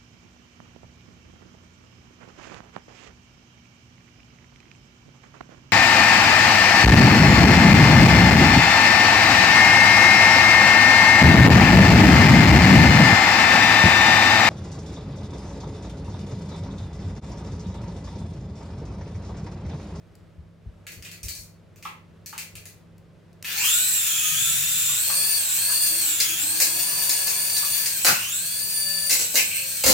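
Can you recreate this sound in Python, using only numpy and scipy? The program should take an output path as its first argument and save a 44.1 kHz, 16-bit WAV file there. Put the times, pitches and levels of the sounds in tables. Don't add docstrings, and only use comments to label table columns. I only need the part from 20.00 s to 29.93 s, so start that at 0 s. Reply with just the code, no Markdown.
import sys
import numpy as np
from scipy import signal
from scipy.fft import rfft, irfft, next_fast_len
from scipy.io import wavfile

SR = 44100
rng = np.random.default_rng(int(sys.argv[2]) if len(sys.argv) > 2 else 0)


def persist_wave(psi):
    counts = np.round(np.clip(psi, -1, 1) * 32767).astype(np.int16)
    wavfile.write(sys.argv[1], SR, np.atleast_2d(counts).T)


N = 437913
T = np.arange(N) / SR

START_S, PINION_TEETH, GEAR_RATIO = 3.44, 8, 5.7
WHINE_DB, WHINE_DB_PER_HZ, STRAIN_DB_PER_HZ = 3.2, .04, .05
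BUZZ_DB, BUZZ_DB_PER_HZ = -12.5, -0.064
LOOSE_SHARE, TIGHT_SHARE, TIGHT_HZ, TIGHT_DB = .73, .2, 3.5, 3.8
# time_s, level_db
GEAR_FADER = [(3.42, -38), (3.5, -29.5), (3.65, -22.5), (3.85, -27.5), (4.4, -25.5), (6.2, -28), (7.7, -28),
              (8.45, -32.7), (9.5, -32), (9.93, -30.5)]
# time_s, speed_ratio
STEERING = [(3.85, 1.01), (4.3, 1.126), (4.85, 1.09), (5.15, 1.025), (5.75, 0.99), (6.2, 1.02), (6.55, .98),
            (8.6, 1.003), (9.05, 0.99), (9.6, 1.03)]
# freq_hz, gain_db
AIRFRAME_EQ = [(900, -3.5), (1300, -8.5), (1750, -7), (2100, -10), (2600, 4), (3300, 0.5), (3900, -8),
               (4550, -0.5), (5800, -9.5), (7500, 6.5), (9100, 0.5), (11500, 0), (14000, -4.5)]
# freq_hz, gain_db
CHATTER_EQ = [(3000, -21), (3500, -8.5), (5000, -0.5), (6200, 5), (7600, 4), (9700, 5), (11800, -1),
              (14300, 11.5), (16000, 2.5)]
# freq_hz, gain_db
BUZZ_EQ = [(1000, -23), (1600, -3.5), (2100, -7.5), (2500, 2), (2850, -2.5), (3150, -13), (4000, -10)]


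def helicopter():
    hz, strain_hz, extra_db = motor_speed()
    (split,), (gear_db,) = curves(STEERING), curves(GEAR_FADER)
    from_full_hz = hz - hz.max()
    tight = np.exp(from_full_hz / TIGHT_HZ)
    slack = np.clip(LOOSE_SHARE + (TIGHT_SHARE - LOOSE_SHARE) * tight, 0, 1)
    whine_db = gear_db + extra_db + WHINE_DB + WHINE_DB_PER_HZ * from_full_hz
    whine_db += STRAIN_DB_PER_HZ * strain_hz + TIGHT_DB * tight
    lower = np.cumsum(hz * (1 + .004 * slack * walk(14))) / SR
    upper = np.cumsum(hz * split * (1 + .004 * slack * walk(10))) / SR
    tones = undb(whine_db) * colour(whine(lower, slack) + undb(-4.5) * whine(upper, slack), AIRFRAME_EQ)
    teeth = tooth_clicks(lower, scatter_db=4.5, throb=0.37)
    teeth += tooth_clicks(upper, scatter_db=5.0, throb=0.067)
    teeth = unit(teeth) + undb(-14.5) * (clatter(lower) + clatter(upper))
    chatter = undb(gear_db + .5) * colour(teeth, CHATTER_EQ)
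    buzz = undb(gear_db + BUZZ_DB + BUZZ_DB_PER_HZ * from_full_hz) * colour(teeth, BUZZ_EQ)
    wash = blade_wash(lower / GEAR_RATIO, from_full_hz)
    low_tone = undb(-52 + 3 * walk(4)) * (hz / hz.max()) ** 8 * np.sin(2 * np.pi * lower * 8 / 3)
    power = np.clip((T - START_S) / 0.003, 0, 1)
    toy = power * (tones + chatter + buzz + wash + drones() + low_tone)
    direct_whine = undb(-17) * power * tones
    return corridor(toy, wet_db=8.5, tails=4) + direct_whine


FIRST_HZ, INERTIA_S = 50, .107
JAM_S, JAM_LOSS_HZ, STRIKE_LOSS_HZ, BRAKE_S = 8.046, 117, 25, .07
# start_s, target_shaft_hz, extra_whine_db
THROTTLE_CUES = [(3.439, 119.9, -2), (3.589, 200, .5), (3.84, 178, -1), (3.94, 155, -1.5),
                 (4.325, 172, -1.5), (4.943, 215.5, 0), (5.36, 172, -3), (5.52, 217.5, 2.5), (5.83, 207, 0),
                 (5.99, 162, -2), (6.365, 218, -2.5), (7.82, 200, -3), (7.95, 175, -2), (8.118, 147.6, 1),
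                 (8.264, 219.2, 0), (9.093, 182, 0), (9.247, 204, -3), (9.74, 174, -2)]


def motor_speed():
    starts, targets_hz, extras_db = np.transpose(THROTTLE_CUES)
    step = np.searchsorted(starts, T)
    target_hz = np.r_[FIRST_HZ, targets_hz][step]
    brakes = [(JAM_S, JAM_LOSS_HZ)] + [(s, STRIKE_LOSS_HZ * undb(db)) for s, _, db, _, _ in ROTOR_HITS]
    braking_hz = sum(loss * ((T > s) & (T < s + BRAKE_S)) for s, loss in brakes)
    hz = lag(target_hz - braking_hz, INERTIA_S)
    strain_hz = lag(np.maximum(target_hz - hz, 0), INERTIA_S)
    return hz, strain_hz, lag(np.r_[0, extras_db][step], INERTIA_S)


# shaft_multiple (played rounded), level_db, skirt_width_hz, clean_core_db
WHINE_PARTIALS = [(8, -7, 27, 1), (13, -18, 45, -1), (16, -11.5, 18.6, -2), (20.7, 2.5, 240, .5),
                  (22, -12, 150, 1), (41, -3, 450, -6), (42, 1.5, 200, 3.5), (44, -0.5, 1600, -6),
                  (63, 0.5, 410, 1.5)]


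def whine(turns, slack):
    out = 0
    for order, db, width_hz, core_db in WHINE_PARTIALS:
        phase = 2 * np.pi * round(order) * turns
        rough = slack ** (24 / order)
        core = undb(core_db) * np.sqrt(2 * (1 - rough)) * np.sin(phase)
        skirt = np.sqrt(rough) * (walk(width_hz) * np.sin(phase) + walk(width_hz) * np.cos(phase))
        out = out + undb(db) * (core + skirt)
    return out * undb(1.14 * walk(7.4))


def tooth_clicks(turns, scatter_db, throb):
    landings = np.diff(np.floor(2 * PINION_TEETH * turns), prepend=0)
    size = rng.standard_normal(N) * undb(scatter_db * walk(217))
    return landings * size * (1 + throb * np.sin(4 * np.pi * turns / GEAR_RATIO))


def clatter(turns, harmonics=72, size=4096):
    flaws = irfft(np.r_[0, rng.standard_normal(harmonics) + 1j * rng.standard_normal(harmonics)], size)
    return unit(np.interp(turns % 1 * size, np.arange(size), flaws))


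# time_s, level_db
WASH_FADER = [(3.8, -50.5), (4.9, -48.5), (5.25, -45), (5.8, -48), (6.3, -45.5), (7.05, -40.5), (8.5, -54),
              (9.1, -49.5), (9.7, -55.5)]
# freq_hz, gain_db
WASH_EQ = [(150, -32), (320, 1), (600, 6), (1100, 10.5), (1600, -16), (2600, 9.5)]


def blade_wash(rotor_turns, from_full_hz, db_per_hz=.1):
    (level_db,) = curves(WASH_FADER)
    blade_pass = 1 + .4 * np.sin(4 * np.pi * rotor_turns)
    air = rng.standard_normal(N) * blade_pass + 0.34 * clatter(rotor_turns)
    return undb(level_db + db_per_hz * from_full_hz) * colour(air, WASH_EQ)


# start_s, end_s, pitch_hz, level_db
DRONE_CUES = [(4.1, 4.92, 144, -48), (5.65, 6.85, 325, -52), (6.55, 6.95, 160, -53)]


def drones():
    out = 0
    for start, end, hz, db in DRONE_CUES:
        flutter = 1 + 1.6 * walk(20)
        phase = 2 * np.pi * np.cumsum(hz * (1 + 0.05 * walk(12.95))) / SR
        out = out + undb(db) * swell(start, end, attack_s=0.36, release_s=0.084) * flutter * np.sin(phase)
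    return out


BLADE_GAP_S, BLADE_FADE_DB = .0185, -1
# start_s, blade_count, level_db, thud_offset_db, shell_offset_db
ROTOR_HITS = [(6.202, 1, -4, -42, -22), (6.601, 2, -3.5, -35.5, -19.5), (7.094, 1, -7, -39, -19),
              (7.271, 1, -9.5, -37.5, -19.5), (7.565, 1, -9, -41, -26), (7.859, 1, -10.5, -43, -20),
              (8.047, 3, -3, -32, -15), (9.096, 1, -7.5, -39, -21), (9.108, 2, -4.5, -33, -20),
              (9.193, 2, -11.5, -31.5, -20), (9.343, 1, -10, -27.5, -32), (9.355, 2, -3.5, -36, -17),
              (9.838, 1, -6, -20.5, -15), (9.862, 3, -2, -21, -19)]
# freq_hz, width_hz, gain_db
CRACK_MODES = [(4215, 1260, -0.5), (7100, 4250, 2.5), (9950, 1140, 0), (13600, 5700, 0)]
# freq_hz, width_hz, gain_db
SHELL_MODES = [(1805, 510, -7.5), (1925, 270, -1), (2480, 1400, -2)]
# freq_hz, width_hz, gain_db
THUD_MODES = [(303, 150, -1.5), (509, 163, 1), (910, 1000, -7)]
# freq_hz, width_hz, gain_db
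SHUTTER_MODES = [(770, 360, -11), (1180, 210, -7), (1360, 171, -5), (1633, 384, -4), (1955, 120, -3)]


def crashes():
    hits = [(start + k * BLADE_GAP_S, level + k * BLADE_FADE_DB, thud, shell)
            for start, blades, level, thud, shell in ROTOR_HITS for k in range(round(blades))]
    starts, db, thud_db, shell_db = np.transpose(hits)
    layers = [(db - 1, CRACK_MODES), (db + shell_db + 7, SHELL_MODES), (db + thud_db + 12, THUD_MODES)]
    blows = sum(ring(contacts(starts, level, snap_s=0.0015, rattle_s=.016, rattle_db=-10.5), modes)
                for level, modes in layers)
    jammed = starts[np.abs(starts - JAM_S) < BRAKE_S]
    jam = contacts(jammed, levels_db=np.full(len(jammed), -14.5),
                   snap_s=0.007, rattle_s=0.024, rattle_db=-12)
    return corridor(blows + ring(jam, SHUTTER_MODES) + scrapes(), wet_db=6.5, tails=2)


# start_s, end_s, level_db
SCRAPE_CUES = [(3.45, 3.5, -41), (3.595, 3.655, -32), (9.366, 9.386, -16.5), (9.497, 9.61, -31)]


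def scrapes():
    slips = rng.standard_normal(N) * undb(2.4 * walk(80))
    sliding = sum(undb(db) * swell(start, end, attack_s=0.011, release_s=0.013)
                  for start, end, db in SCRAPE_CUES)
    return sliding * unit(ring(slips, [(2330, 440, -2.5), (2640, 670, -3)]))


# start_s, level_db, shell_offset_db
CLICK_CUES = [(0.8672, -26, -9), (0.9188, -28.5, -18), (1.0243, -30.5, -11), (1.0494, -27, -8),
              (1.115, -27, -13), (1.2312, -21, -24), (1.2496, -28, -16), (1.284, -16.5, -22),
              (1.3518, -22, -27), (1.3933, -27, -32), (1.7598, -39.5, -16), (1.826, -30, -10),
              (1.852, -32, -1), (2.2606, -23, -20), (2.327, -33, -6), (2.379, -16.5, -15),
              (2.554, -27, -15), (2.6552, -27.5, -18), (3.4458, -22, -8)]
# freq_hz, width_hz, gain_db
SKID_MODES = [(4440, 26, 3), (2394, 70, -4)]
# start_s, level_db
CABIN_CUES = [(1.853, -29.5), (2.328, -32.5)]
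# freq_hz, width_hz, gain_db
CABIN_MODES = [(800, 130, -9), (907, 90, -1.5), (1000, 80, 2), (1110, 390, -2.5)]
# start_s, level_db
TICK_CUES = [(0.153, -45), (2.981, -49), (3.33, -51), (3.426, -25.5)]


def handling():
    starts, db, shell_db = np.transpose(CLICK_CUES)
    layers = [(db - 3, CRACK_MODES), (db + shell_db + 7, SHELL_MODES), (db - 17.5, SKID_MODES)]
    clicks = sum(ring(contacts(starts, level, snap_s=0.0011, rattle_s=0.03, rattle_db=-14), modes)
                 for level, modes in layers)
    starts, db = np.transpose(CABIN_CUES)
    cabin = ring(contacts(starts, db + 9.5, snap_s=0.0026, rattle_s=.03, rattle_db=-32), CABIN_MODES)
    starts, db = np.transpose(TICK_CUES)
    taps = contacts(starts, db - 2, snap_s=0.0018, rattle_s=0.0043, rattle_db=-21)
    ticks = ring(taps, CRACK_MODES + SHELL_MODES)
    return corridor(clicks + cabin, wet_db=4) + corridor(ticks, wet_db=-5)


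# start_s, level_db, pitch_hz
BUMP_CUES = [(0.209, -42, 86), (0.369, -32.5, 66), (0.654, -30.5, 66), (0.96, -36, 68), (1.231, -28.5, 64),
             (1.379, -38, 55), (2.53, -35, 62), (8.079, -28, 168), (9.849, -22, 62), (9.875, -23, 225)]


def bumps(rise_s=0.023):
    out, age = np.zeros((2, N + SR)), T[:SR // 2] / rise_s
    for start, db, hz in BUMP_CUES:
        noise = rng.standard_normal(len(age)) + 0.25 * rng.standard_normal((2, len(age)))
        band = signal.butter(2, [hz / 1.45, hz * 1.44], "band", fs=SR, output="sos")
        rumble = unit(signal.sosfilt(band, noise))
        at = int(start * SR)
        out[:, at:at + len(age)] += undb(db - 8) * rumble * age * np.exp(1 - age)
    return out[:, :N] * undb([[2.5], [-2.5]])


# start_s, level_db
KNOCK_CUES = [(3.6476, -29.5), (4.8927, -29), (5.0978, -19), (5.6955, -25), (7.6305, -24)]


def knocks():
    starts, db = np.transpose(KNOCK_CUES)
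    force = contacts(starts, db - 7.5, snap_s=0.0097, rattle_s=0.025, rattle_db=-13)
    return corridor(ring(force, [(1180, 540, 0)]), wet_db=3.0)


# freq_hz, gain_db
ROOM_TONE_EQ = [(15, -62), (25, -19), (91, -4.5), (156, -9.5), (221, -9.5), (267, -17), (322, -13.5),
                (648, -16.5), (741, -25), (1270, -26), (3530, -35.5), (6380, -42.5), (15500, -54)]
# pitch_hz, level_db
HUM_TONES = [(100, -58), (146, -67), (168, -57)]


def house(room_tone_db=-54):
    sway = undb(.7 * walk(2))
    noise = rng.standard_normal(N) + 0.77 * rng.standard_normal((2, N))
    bed = colour(noise, ROOM_TONE_EQ) * undb(room_tone_db) * sway
    for hz, db in HUM_TONES:
        level = undb(db + 2 * walk(3)) * np.sqrt(2)
        phase_drift = 0.16 * np.array([walk(5.6), walk(2.6)])
        bed += level * np.sin(2 * np.pi * hz * T + phase_drift)
    return bed


ROOM_T60_S, ROOM_TREBLE_T60_S = 0.37, 0.27


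def corridor(x, wet_db, tails=1):
    t = T[:int(.7 * SR)]
    places = np.array([walk(2.87) for _ in range(tails)])
    shares = places / np.linalg.norm(places, axis=0) if tails > 1 else [1]
    wet = 0
    for share in shares:
        noise = rng.standard_normal((2, len(t)))
        low = signal.sosfilt(signal.butter(1, 4000, fs=SR, output="sos"), noise)
        tail = low * undb(-60 * t / ROOM_T60_S) + (noise - low) * undb(-60 * t / ROOM_TREBLE_T60_S)
        tail *= np.clip(t / 0.0018, 0, 1)
        tail /= np.linalg.norm(tail, axis=1, keepdims=True)
        wet = wet + signal.oaconvolve((x * share)[None], tail, axes=1)[:, :N]
    return (x + undb(wet_db) * wet) / np.sqrt(1 + undb(2 * wet_db))


def contacts(starts, levels_db, snap_s, rattle_s, rattle_db):
    force, t = np.zeros(N + SR), T[:SR // 4]
    for start, db in zip(starts, levels_db):
        snap, rattle, size = rng.standard_normal((3, len(t)))
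        blow = snap * np.exp(-t / snap_s) + undb(rattle_db + 5.1 * size) * rattle * np.exp(-t / rattle_s)
        at = int(start * SR)
        force[at:at + len(t)] += undb(db) * blow
    return force[:N]


def ring(x, modes):
    kick = signal.unit_impulse(SR // 8)
    body = 0
    for k, (hz, width_hz, db) in enumerate(modes):
        b, a = signal.iirpeak(min(hz, .45 * SR), hz / width_hz, fs=SR)
        body = body + (-1) ** k * undb(db) * signal.lfilter(b, a, signal.lfilter(b, a, kick))
    return signal.oaconvolve(x, body / np.linalg.norm(body))[:N]


def colour(x, eq, skirt_db=24):
    hz, db = np.transpose(eq)
    bins, size = np.arange(N // 2 + 1), next_fast_len(N)
    octave, known = np.log2(bins * SR / N + 1), np.log2(hz)
    beyond = np.abs(octave - np.clip(octave, known[0], known[-1]))
    curve = undb(np.interp(octave, known, db) - skirt_db * beyond)
    gain = np.interp(np.arange(size // 2 + 1) * N / size, bins, curve)
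    return unit(irfft(rfft(x, size) * gain, size)[..., :N])


def walk(rate_hz):
    hop = 1 if rate_hz > 100 else 16
    lowpass = signal.butter(2, rate_hz, fs=SR / hop, output="sos")
    slow = signal.sosfilt(lowpass, rng.standard_normal(N // hop + 1))
    return unit(np.interp(T, np.arange(len(slow)) * hop / SR, slow) if hop > 1 else slow[:N])


def swell(start, end, attack_s, release_s):
    return np.clip((T - start) / attack_s, 0, 1) * np.exp(-np.maximum(T - end, 0) / release_s)


def lag(x, seconds):
    keep = np.exp(-1 / (seconds * SR))
    return x[0] + signal.lfilter([1 - keep], [1, -keep], x - x[0])


def curves(table):
    times, *columns = np.transpose(table)
    return [np.interp(T, times, column) for column in columns]


def undb(db):
    return 10 ** (np.asarray(db) / 20)


def unit(x):
    return x / np.sqrt(np.mean(x ** 2) + 1e-20)


def scene():
    return helicopter() + handling() + crashes() + knocks() + bumps() + house()


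# freq_hz, left_minus_right_db
MIC_BALANCE = [(60, -5.5), (110, 1.5), (200, -1.5), (380, 1), (700, -0.5), (1290, 0.0), (2380, -1),
               (4400, 3), (8120, -3.5), (15000, 17)]


def record(dry, top_hz=15900):
    hz, db = np.transpose(MIC_BALANCE)
    size = next_fast_len(N + SR // 8)
    lean_db = np.interp(np.arange(size // 2 + 1) * SR / size, hz, db)
    gain = undb(np.array([lean_db, -lean_db]) / 2)
    heard = irfft(rfft(dry, size) * gain / np.sqrt(np.mean(gain ** 2, axis=0)), size)[:, :N]
    rounded = .9 * np.tanh(heard / .9)
    return signal.sosfilt(signal.ellip(10, .2, 80, top_hz, fs=SR, output="sos"), rounded)


dry = scene()
out = record(dry)
persist_wave(out)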